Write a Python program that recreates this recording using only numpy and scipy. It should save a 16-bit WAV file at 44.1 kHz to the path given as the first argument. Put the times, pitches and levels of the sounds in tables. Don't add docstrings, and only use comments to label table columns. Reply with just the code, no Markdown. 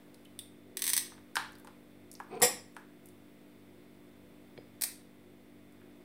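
import sys
import numpy as np
from scipy import signal
from scipy.fft import rfft, irfft
from scipy.io import wavfile
from scipy.ndimage import uniform_filter1d, map_coordinates

SR = 44100
rng = np.random.default_rng(int(sys.argv[2]) if len(sys.argv) > 2 else 0)


def master_out(mix):
    frames = np.transpose(np.atleast_2d(mix))
    ceiling = np.clip(frames, -1, 1)
    pcm = np.round(ceiling * 32767).astype(np.int16)
    wavfile.write(sys.argv[1], SR, pcm)


def undo_db(level):
    steps = np.asarray(level, float) / 20
    return 10 ** steps


N = 266364

CLASH_S, CLASH_DB = 2.4178, -17.5
GAP_S = 0.0048


def along(points, hz):
    f, v = np.transpose(points)
    return np.interp(np.log(hz + 1), np.log(f + 1), v)


def unit(x):
    return x / np.sqrt(np.mean(x ** 2) + 1e-20)


def wobble(rate):
    points = rng.standard_normal(int(N * rate / SR) + 4)
    return map_coordinates(points, [np.arange(N) * rate / SR])


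def coloured(x, points):
    size = 2 ** 13
    colour = undo_db(along(points, np.fft.rfftfreq(size, 1 / SR)))
    cepstrum = irfft(np.log(colour + 1e-6))
    half = size // 2
    cepstrum = np.r_[cepstrum[0], 2 * cepstrum[1:half], np.zeros(half)]
    kernel = irfft(np.exp(rfft(cepstrum)))
    return signal.fftconvolve(x, kernel / np.linalg.norm(kernel))[:len(x)]


def resonant(x, hz, width_hz):
    hz = min(hz, SR / 2.2)
    return signal.lfilter(*signal.iirpeak(hz, hz / width_hz, SR), x)


def twice_resonant(x, hz, width_hz):
    return resonant(resonant(x, hz, width_hz), hz, width_hz)


def burst(t60, after_db=-60, after_t60=0.06, spike=3, rise=0.00001):
    t = np.arange(SR // 10) / SR
    noise = rng.standard_normal(len(t))
    noise[0] = spike
    fade = undo_db(-60 * t / t60) + undo_db(after_db - 60 * t / after_t60)
    fade = fade * (1 - np.exp(-(t + 1 / SR) / rise))
    z = rfft(noise * fade)
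    flat = z / np.sqrt(uniform_filter1d(abs(z) ** 2, size=40))
    ending = np.hanning(2 * len(t))[len(t):]
    return irfft(flat, len(t)) * np.linalg.norm(fade) * ending


def ring(modes, scatter_db):
    t = np.arange(SR // 2) / SR
    out = np.zeros(len(t))
    for hz, db, t60 in modes:
        strength_db = db + scatter_db * rng.standard_normal()
        out += undo_db(strength_db - 60 * t / t60) * np.sin(2 * np.pi * hz * t)
    return out * (1 - np.exp(-t / 0.0003))


def add(track, s, sound):
    part = track[round(s * SR):][:len(sound)]
    part += sound[:len(part)]


def fridge():
    compressor = {2: -79.5, 3: -73.5, 4: -67, 5: -64.5, 6: -77, 7: -73.5, 8: -77.5, 9: -78, 10: -88, 12:
                  -77, 13: -84, 14: -78.5, 15: -89, 39: -87.5, 40: -87.5, 41: -94, 42: -82.5, 43: -86.5, 73:
                  -82.5}
    fan = {2: -78, 4: -84.5, 6: -63, 7: -80.5, 8: -75.5, 9: -81, 10: -77.5, 44: -83.5, 45: -85.5, 46: -88.5,
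           50: -85, 52: -93, 54: -91, 77: -93}
    # (pitch [Hz], width [Hz], level [dB rms])
    panels = [(99.94, 14, -79.5), (128, 9.7, -80), (165.2, 8, -78), (297, 12, -77), (357.9, 10, -68.5),
              (493, 8, -79), (506, 6, -78), (643, 14, -80.5)]
    compressor_hz, fan_hz = 48.16, 49.05
    tones = [(100, -76)]
    tones += [(k * compressor_hz, db) for k, db in compressor.items()]
    tones += [(k * fan_hz, db) for k, db in fan.items()]
    t = np.arange(N) / SR
    drift_db = 0.6 * wobble(1.5)
    out = np.zeros(N)
    for hz, db in tones:
        out += np.sqrt(2) * undo_db(db + drift_db) * np.sin(2 * np.pi * (hz * t + rng.random()))
    noise = rng.standard_normal(N)
    for hz, width_hz, db in panels:
        out += undo_db(db) * unit(twice_resonant(noise, hz, width_hz))
    return out


def air():
    # (pitch [Hz], level [dB per Hz])
    air_colour = [(20, -46.5), (45, -14), (100, -13.5), (300, -9), (700, -14.5), (1030, -18), (2100, -21.5),
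                  (3500, -24.5), (5000, -30), (6800, -35.5), (8300, -29), (11000, -31.5), (15700, -28.5),
                  (16100, -55.5)]
    return undo_db(-65 + 0.44 * wobble(1.6)) * coloured(rng.standard_normal(N), air_colour)


def street():
    # (time [s], peak level [dB], half-length [s])
    passes = [
        (.82, -82, .12),
        (1.45, -73.5, .25),
        (2.1, -84, .4),
        (4.332, -74.5, .22),
        (4.85, -80, .3),
        (5.93, -77, .2),
    ]
    t = np.arange(N) / SR
    swell = undo_db(-89)
    for s, db, half_s in passes:
        swell = swell + undo_db(db) / (1 + ((t - s) / half_s) ** 2)
    return swell * unit(twice_resonant(rng.standard_normal(N), 57, 32))


def frost():
    # (time [s], peak level [dB], centre pitch [Hz])
    ticks = [(0.144, -44.5, 9600), (.1447, -41.5, 4600), (0.251, -48, 9800), (.254, -38, 3100),
             (1.351, -48, 11000), (1.447, -46, 7500), (1.521, -47.5, 11000), (1.531, -46, 6500),
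             (1.5535, -48, 10500), (1.5538, -40, 4320), (1.585, -48, 12000), (1.598, -46.5, 12500),
             (1.6475, -44, 8900), (2.115, -34.5, 9500), (2.1152, -38, 6200), (2.129, -39, 9100),
             (2.139, -39, 10540), (2.152, -33, 5340), (2.194, -50.5, 8500), (2.236, -53, 9100),
             (2.354, -50, 6540), (2.401, -38.5, 9400), (2.725, -57, 12000), (2.749, -51, 8600),
             (2.795, -60, 12800), (3.0583, -41.5, 10940), (3.070, -49, 13500), (3.087, -43, 9500),
             (5.7235, -54, 9930)]
    # (pitch [Hz], level [dB])
    tick_colour = [(4500, 0.5), (6900, -2.5), (8400, -0.5)]
    out = np.zeros(N)
    for s, db, hz in ticks:
        width_hz = 0.4 * hz * (hz / 5000) ** 0.6
        tick = burst(0.008, after_db=-18, after_t60=0.04)
        add(out, s, undo_db(db) * twice_resonant(tick, hz, width_hz))
    out = coloured(out, tick_colour)
    ping = ring([(3050, -60, 0.14)], scatter_db=5.5)
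    add(out, 0.254, ping)
    return out


def ratchet():
    # (time [s], peak level [dB], rattle afterwards [dB])
    teeth = [(0.39, -20, -34), (0.7701, -17, -17), (0.7917, -32, -2), (0.8201, -12.5, -16.5),
             (.840, -16.5, -9.5), (0.854, -21, -15), (0.8658, -16, -11), (0.8777, -10, -29),
             (0.8813, -21.5, -13), (0.8895, -19.5, -8), (0.893, -21, -3), (0.8999, -17, -5),
             (0.933, -12, -5.5), (0.9379, -15, -29), (0.9655, -10, -16), (0.9768, -8.5, -16.5),
             (4.8105, -26, -1.5), (4.8188, -11, -13.5), (4.8353, -16.5, 1)]
    # (pitch [Hz], level [dB per Hz])
    shell_aside = [(1500, -24), (2100, -11), (2700, -15), (3600, 4), (4200, -15), (4900, -4.5), (6800, -25),
                   (8800, 3.5), (11000, -10), (15200, -10), (16500, -20)]
    # (pitch [Hz], level [dB per Hz])
    shell_at_work = [(410, -47), (700, -23), (728, -25.5), (1110, -14), (1290, -26), (1890, -6.5),
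                     (2880, -15.5), (3560, -7), (5580, -9), (6120, -2.5), (6800, -19), (8410, -0.5),
                     (11100, -8.5), (15400, -8), (16500, -30)]
    # (pitch [Hz], level [dB per Hz])
    shell_over_cups = [(410, -57), (700, -17.5), (1110, -18), (1300, -25), (1470, -15.5), (1700, -10.5),
                       (2360, -10), (3000, -20), (4230, -5.5), (7170, -12.5), (8860, 1.5), (10700, -10),
                       (11500, -5), (15200, -7.5), (16500, -22)]
    out = np.zeros(N)
    for s, db, rattle_db in teeth:
        shell = shell_aside if s < 0.5 else shell_at_work if s < 3 else shell_over_cups
        rise = 0.00002 if s < 3 else 0.0004
        t60 = 0.019 * 2 ** (rattle_db / 29.5)
        snap = burst(t60, rattle_db, after_t60=0.026, spike=8.5, rise=rise)
        crack = coloured(snap, shell)
        body = signal.lfilter(*signal.butter(2, 6500, fs=SR), crack)
        body_db = 0.82 * max(-28.5 - db, 0)
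        add(out, s + 0.00088, undo_db(db - 9.5) * (crack + (undo_db(body_db) - 1) * body))
    return out


def nudge():
    push_s, half_s = 0.794, 0.1
    swell = np.exp(-((np.arange(N) / SR - push_s) / half_s) ** 2 / 2)
    return undo_db(-60) * swell * unit(twice_resonant(rng.standard_normal(N), 377, 64))


def knocks():
    # (time [s], peak level [dB], high over low panels [dB], contact cut-off [Hz], crack [dB])
    hits = [(1.12, -42, -3, 2500, -34), (1.179, -47.5, 3, 3400, -29), (1.3555, -19.5, 11.5, 2260, 2),
            (1.3676, -14.5, 0.5, 6500, -7), (1.3756, -32, -9, 2600, -24), (1.445, -35, -2, 2300, -25),
            (1.6465, -37.5, -4, 1300, -16), (1.6723, -32.5, -4.5, 3140, -9), (2.2008, -25, -1.5, 2095, -17),
            (2.411, -35, -9.5, 2500, -19.5), (2.7655, -33, 0.5, 2800, -6), (5.816, -61, 24, 2800, -26)]
    # (pitch [Hz], width [Hz], level [dB])
    low_panels, high_panels = [
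        [(475, 300, -7), (767.3, 250, -1.5), (930, 167, 5.5), (1242, 170, 2)],
        [(1454, 210, 3), (1750, 242, 1.5), (2328, 410, -6), (3100, 800, -8), (4100, 900, -8.5)],
    ]
    # (pitch [Hz], level [dB per Hz])
    crack_colour = [(2000, -31.5), (4000, -9.5), (5600, -0.5), (7000, -7.5), (8500, 0.5), (10000, -3.5),
                    (11500, -3.5), (13500, -12), (16500, -19.5)]
    no_bass = signal.butter(2, 400, "high", fs=SR)
    out = np.zeros(N)
    for s, db, tilt_db, contact_hz, crack_db in hits:
        push = burst(0.00061, after_db=-32.5, after_t60=0.055, spike=2.2)
        push = signal.lfilter(*signal.butter(3, contact_hz, fs=SR), push)
        modes = [(hz, width_hz, db_own - tilt_db / 2) for hz, width_hz, db_own in low_panels]
        modes += [(hz, width_hz, db_own + tilt_db / 2) for hz, width_hz, db_own in high_panels]
        body = np.zeros(len(push))
        for k, (hz, width_hz, gain_db) in enumerate(modes):
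            body += (-1) ** k * undo_db(gain_db) * resonant(push, hz, width_hz)
        body = signal.lfilter(*no_bass, body)
        crack = coloured(burst(0.008, after_db=-14, after_t60=0.027), crack_colour)
        add(out, s, undo_db(db + 20) * body + undo_db(db + crack_db - 11.5) * crack)
    return out


def slide():
    # (time [s], speed [0-1])
    motion = [
        (2.262, 0.02),
        (2.3, 0.36),
        (2.35, 0.97),
        (2.385, 0.81),
        (2.405, .95),
        (2.418, 1),
    ]
    # (pitch [Hz], level [dB per Hz])
    table_colour = [(71, -44.5), (120, -16), (216, -13.5), (327, -8.5), (380, -2), (647, -20.5),
                    (720, -10.5), (1000, -21), (1300, -50), (2200, -120)]
    # (pitch [Hz], level [dB per Hz])
    grain_colour = [(530, -30.5), (900, -3), (1520, -5), (1710, -17), (2450, -4.5), (2730, -17.5),
                    (4440, -20.5), (6000, -30), (7800, -63), (13200, -120)]
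    speed = np.interp(np.arange(N) / SR, *np.transpose(motion), 0, 0)
    judder = undo_db(5.8 * wobble(80))
    rumble = coloured(rng.standard_normal(N) * judder, table_colour)
    scrape = coloured(rng.standard_normal(N) * judder, grain_colour)
    squeak = unit(twice_resonant(rng.standard_normal(N), 8550, 200))
    squeak = squeak + 0.6 * unit(twice_resonant(rng.standard_normal(N), 4420, 120))
    groan_hz = 324 + 117.6 * speed + 25 * wobble(60)
    groan = judder * np.sin(2 * np.pi * np.cumsum(groan_hz) / SR)
    # (sound, dB at full speed, how steeply it grows with speed)
    layers = [(rumble, -44.5, 1.6), (scrape, -56.5, 0.9), (squeak, -68, 1.2), (groan, -49.5, 1.6)]
    return sum(undo_db(db) * speed ** power * unit(x) for x, db, power in layers)


def clash():
    # (pitch [Hz], level [dB], t60 [s])
    cups = [(3612, -13.5, 0.292), (4890, 0.5, 0.12), (5416, -5.5, 0.1796), (7130, -11, 0.56),
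            (7614, -5.5, 0.26), (7837, -9, 0.26), (7800, -8, 0.22), (8113, -7.5, 0.27), (8549, -14.5, 0.3),
            (9808, -11.5, 0.42), (10340, -4.5, 0.26), (10870, -27, 1.9), (12500, -15, 0.2),
            (14440, -5, 0.1694)]
    # (pitch [Hz], level [dB per Hz])
    bowl_colour = [(900, -33), (1500, -17), (1900, 0), (2450, -7.5), (2850, -10), (3600, -7), (4600, -12.5),
                   (4950, -3), (5900, -4.5), (6500, -23.5), (7250, 1), (8200, -1), (9000, -16),
                   (11000, -44.5)]
    # (pitch [Hz], level [dB per Hz])
    rim_colour = [(5290, -41.5), (9000, -26.5), (9490, -6.5), (9960, 1.5), (10700, -5), (11400, -15.5),
                  (12000, -26.5), (12450, -7), (12900, -16), (13600, -2), (14000, -17.5), (14500, -22),
                  (16000, -38.5)]
    # (pitch [Hz], level [dB per Hz])
    thump_colour = [(50, -50.5), (100, -21), (170, -7), (300, -7), (490, -1), (620, -8), (730, -5),
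                    (1050, -8.5), (1450, -23), (2000, -45.5)]
    damped = [(hz, db, min(t60, 0.4) * 0.61) for hz, db, t60 in cups]
    after = GAP_S * np.arange(8)
    blow_db = CLASH_DB - 430 * (after - GAP_S)
    blow_db[0] = CLASH_DB - 3.5
    out = np.zeros(N)
    for s, db in zip(CLASH_S + after, blow_db):
        add(out, s, undo_db(db - 16) * ring(damped, scatter_db=2))
        add(out, s, undo_db(db - 6.5) * coloured(burst(0.1, spike=0.93), bowl_colour))
        add(out, s, undo_db(db - 5.5) * coloured(burst(0.077, spike=1), rim_colour))
        add(out, s, undo_db(db - 11.5) * coloured(burst(0.09, spike=0.68), thump_colour))
    return out


def stand():
    # (pitch [Hz], level [dB], t60 [s])
    stems = [(494.2, 0, 0.27), (551, -4, 0.12), (738, -3, .21), (696, -5.5, .2), (1060, -6, 0.055),
             (1989, -1.5, 0.075)]
    out = np.zeros(N)
    add(out, CLASH_S + GAP_S, undo_db(CLASH_DB - 10) * ring(stems, scatter_db=0.5))
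    return out


def tap():
    # (time [s], thud [dB], clink [dB])
    touches = [
        (4.5767, -38.5, -45.5),
        (4.5847, -40, -67),
    ]
    # (pitch [Hz], level [dB], t60 [s])
    foot = [(195, -11, 0.059), (337, -10, 0.015), (470, 0, 0.02), (630, -4.5, 0.0086), (840, -11.5, 0.011)]
    # (pitch [Hz], level [dB], t60 [s])
    rim = [(1890, 4, 0.0084), (2260, 3, 0.013), (3280, -1.5, 0.017), (4200, -3.5, 0.013), (4926, -17, 0.2)]
    out = np.zeros(N)
    for s, thud_db, clink_db in touches:
        thud = signal.lfilter(*signal.butter(2, 700, fs=SR), ring(foot, scatter_db=4.5))
        add(out, s, undo_db(clink_db) * ring(rim, scatter_db=0.5))
        add(out, s + 0.002, -undo_db(thud_db) * thud)
    return out


def sleeve():
    t = np.arange(N) / SR
    cloth = unit(resonant(rng.standard_normal(N) * undo_db(2.5 * wobble(30)), 4500, 7000))
    nearest_s = 4.8
    brush_db = -81 - np.maximum(50 * (nearest_s - t), 42 * (t - nearest_s))
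    return undo_db(brush_db) * cloth


def kitchen(x):
    # (pitch [Hz], t60 [s])
    decay = [(200, 0.51), (530, 0.34), (1400, 0.42), (3700, 0.4), (9700, 0.31), (16000, 0.24)]
    out = np.zeros(N)
    step = SR // 10
    for i in range(0, N, step):
        hz, t, z = signal.stft(rng.standard_normal(SR // 2), SR, nperseg=256)
        late = undo_db(-60 * t / along(decay, hz)[:, None])
        early = undo_db(4.5 - 60 * t / 0.015)
        tail = signal.istft(z * (late + early), SR, nperseg=256)[1]
        piece = x[i:i + 2 * step]
        piece = piece * np.sqrt(np.hanning(2 * step))[:len(piece)]
        add(out, i / SR + 0.003, signal.fftconvolve(piece, tail / np.linalg.norm(tail)))
    return out


def scene():
    # (source, level sent to the room in dB)
    contacts = [(frost(), -6), (ratchet(), -3), (nudge(), -12), (knocks(), -2.5),
                (slide(), -6), (clash(), -3), (stand(), -11), (tap(), -9)]
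    near = sum(x for x, db in contacts)
    room = kitchen(sum(undo_db(db) * x for x, db in contacts))
    background = fridge() + air() + street() + sleeve()
    return (near + room + background)[None]


def low_pass(x):
    return signal.sosfilt(signal.butter(12, 16990, fs=SR, output="sos"), x)


def record(dry):
    # (pitch [Hz], level [dB])
    mic = [(25, -18.5), (60, 1), (15800, 0), (16300, -13.5), (17000, -48)]
    heard = irfft(rfft(dry) * undo_db(along(mic, np.fft.rfftfreq(N, 1 / SR))), N)
    return low_pass(heard - 0.0005)


dry = scene()
out = record(dry)
master_out(out)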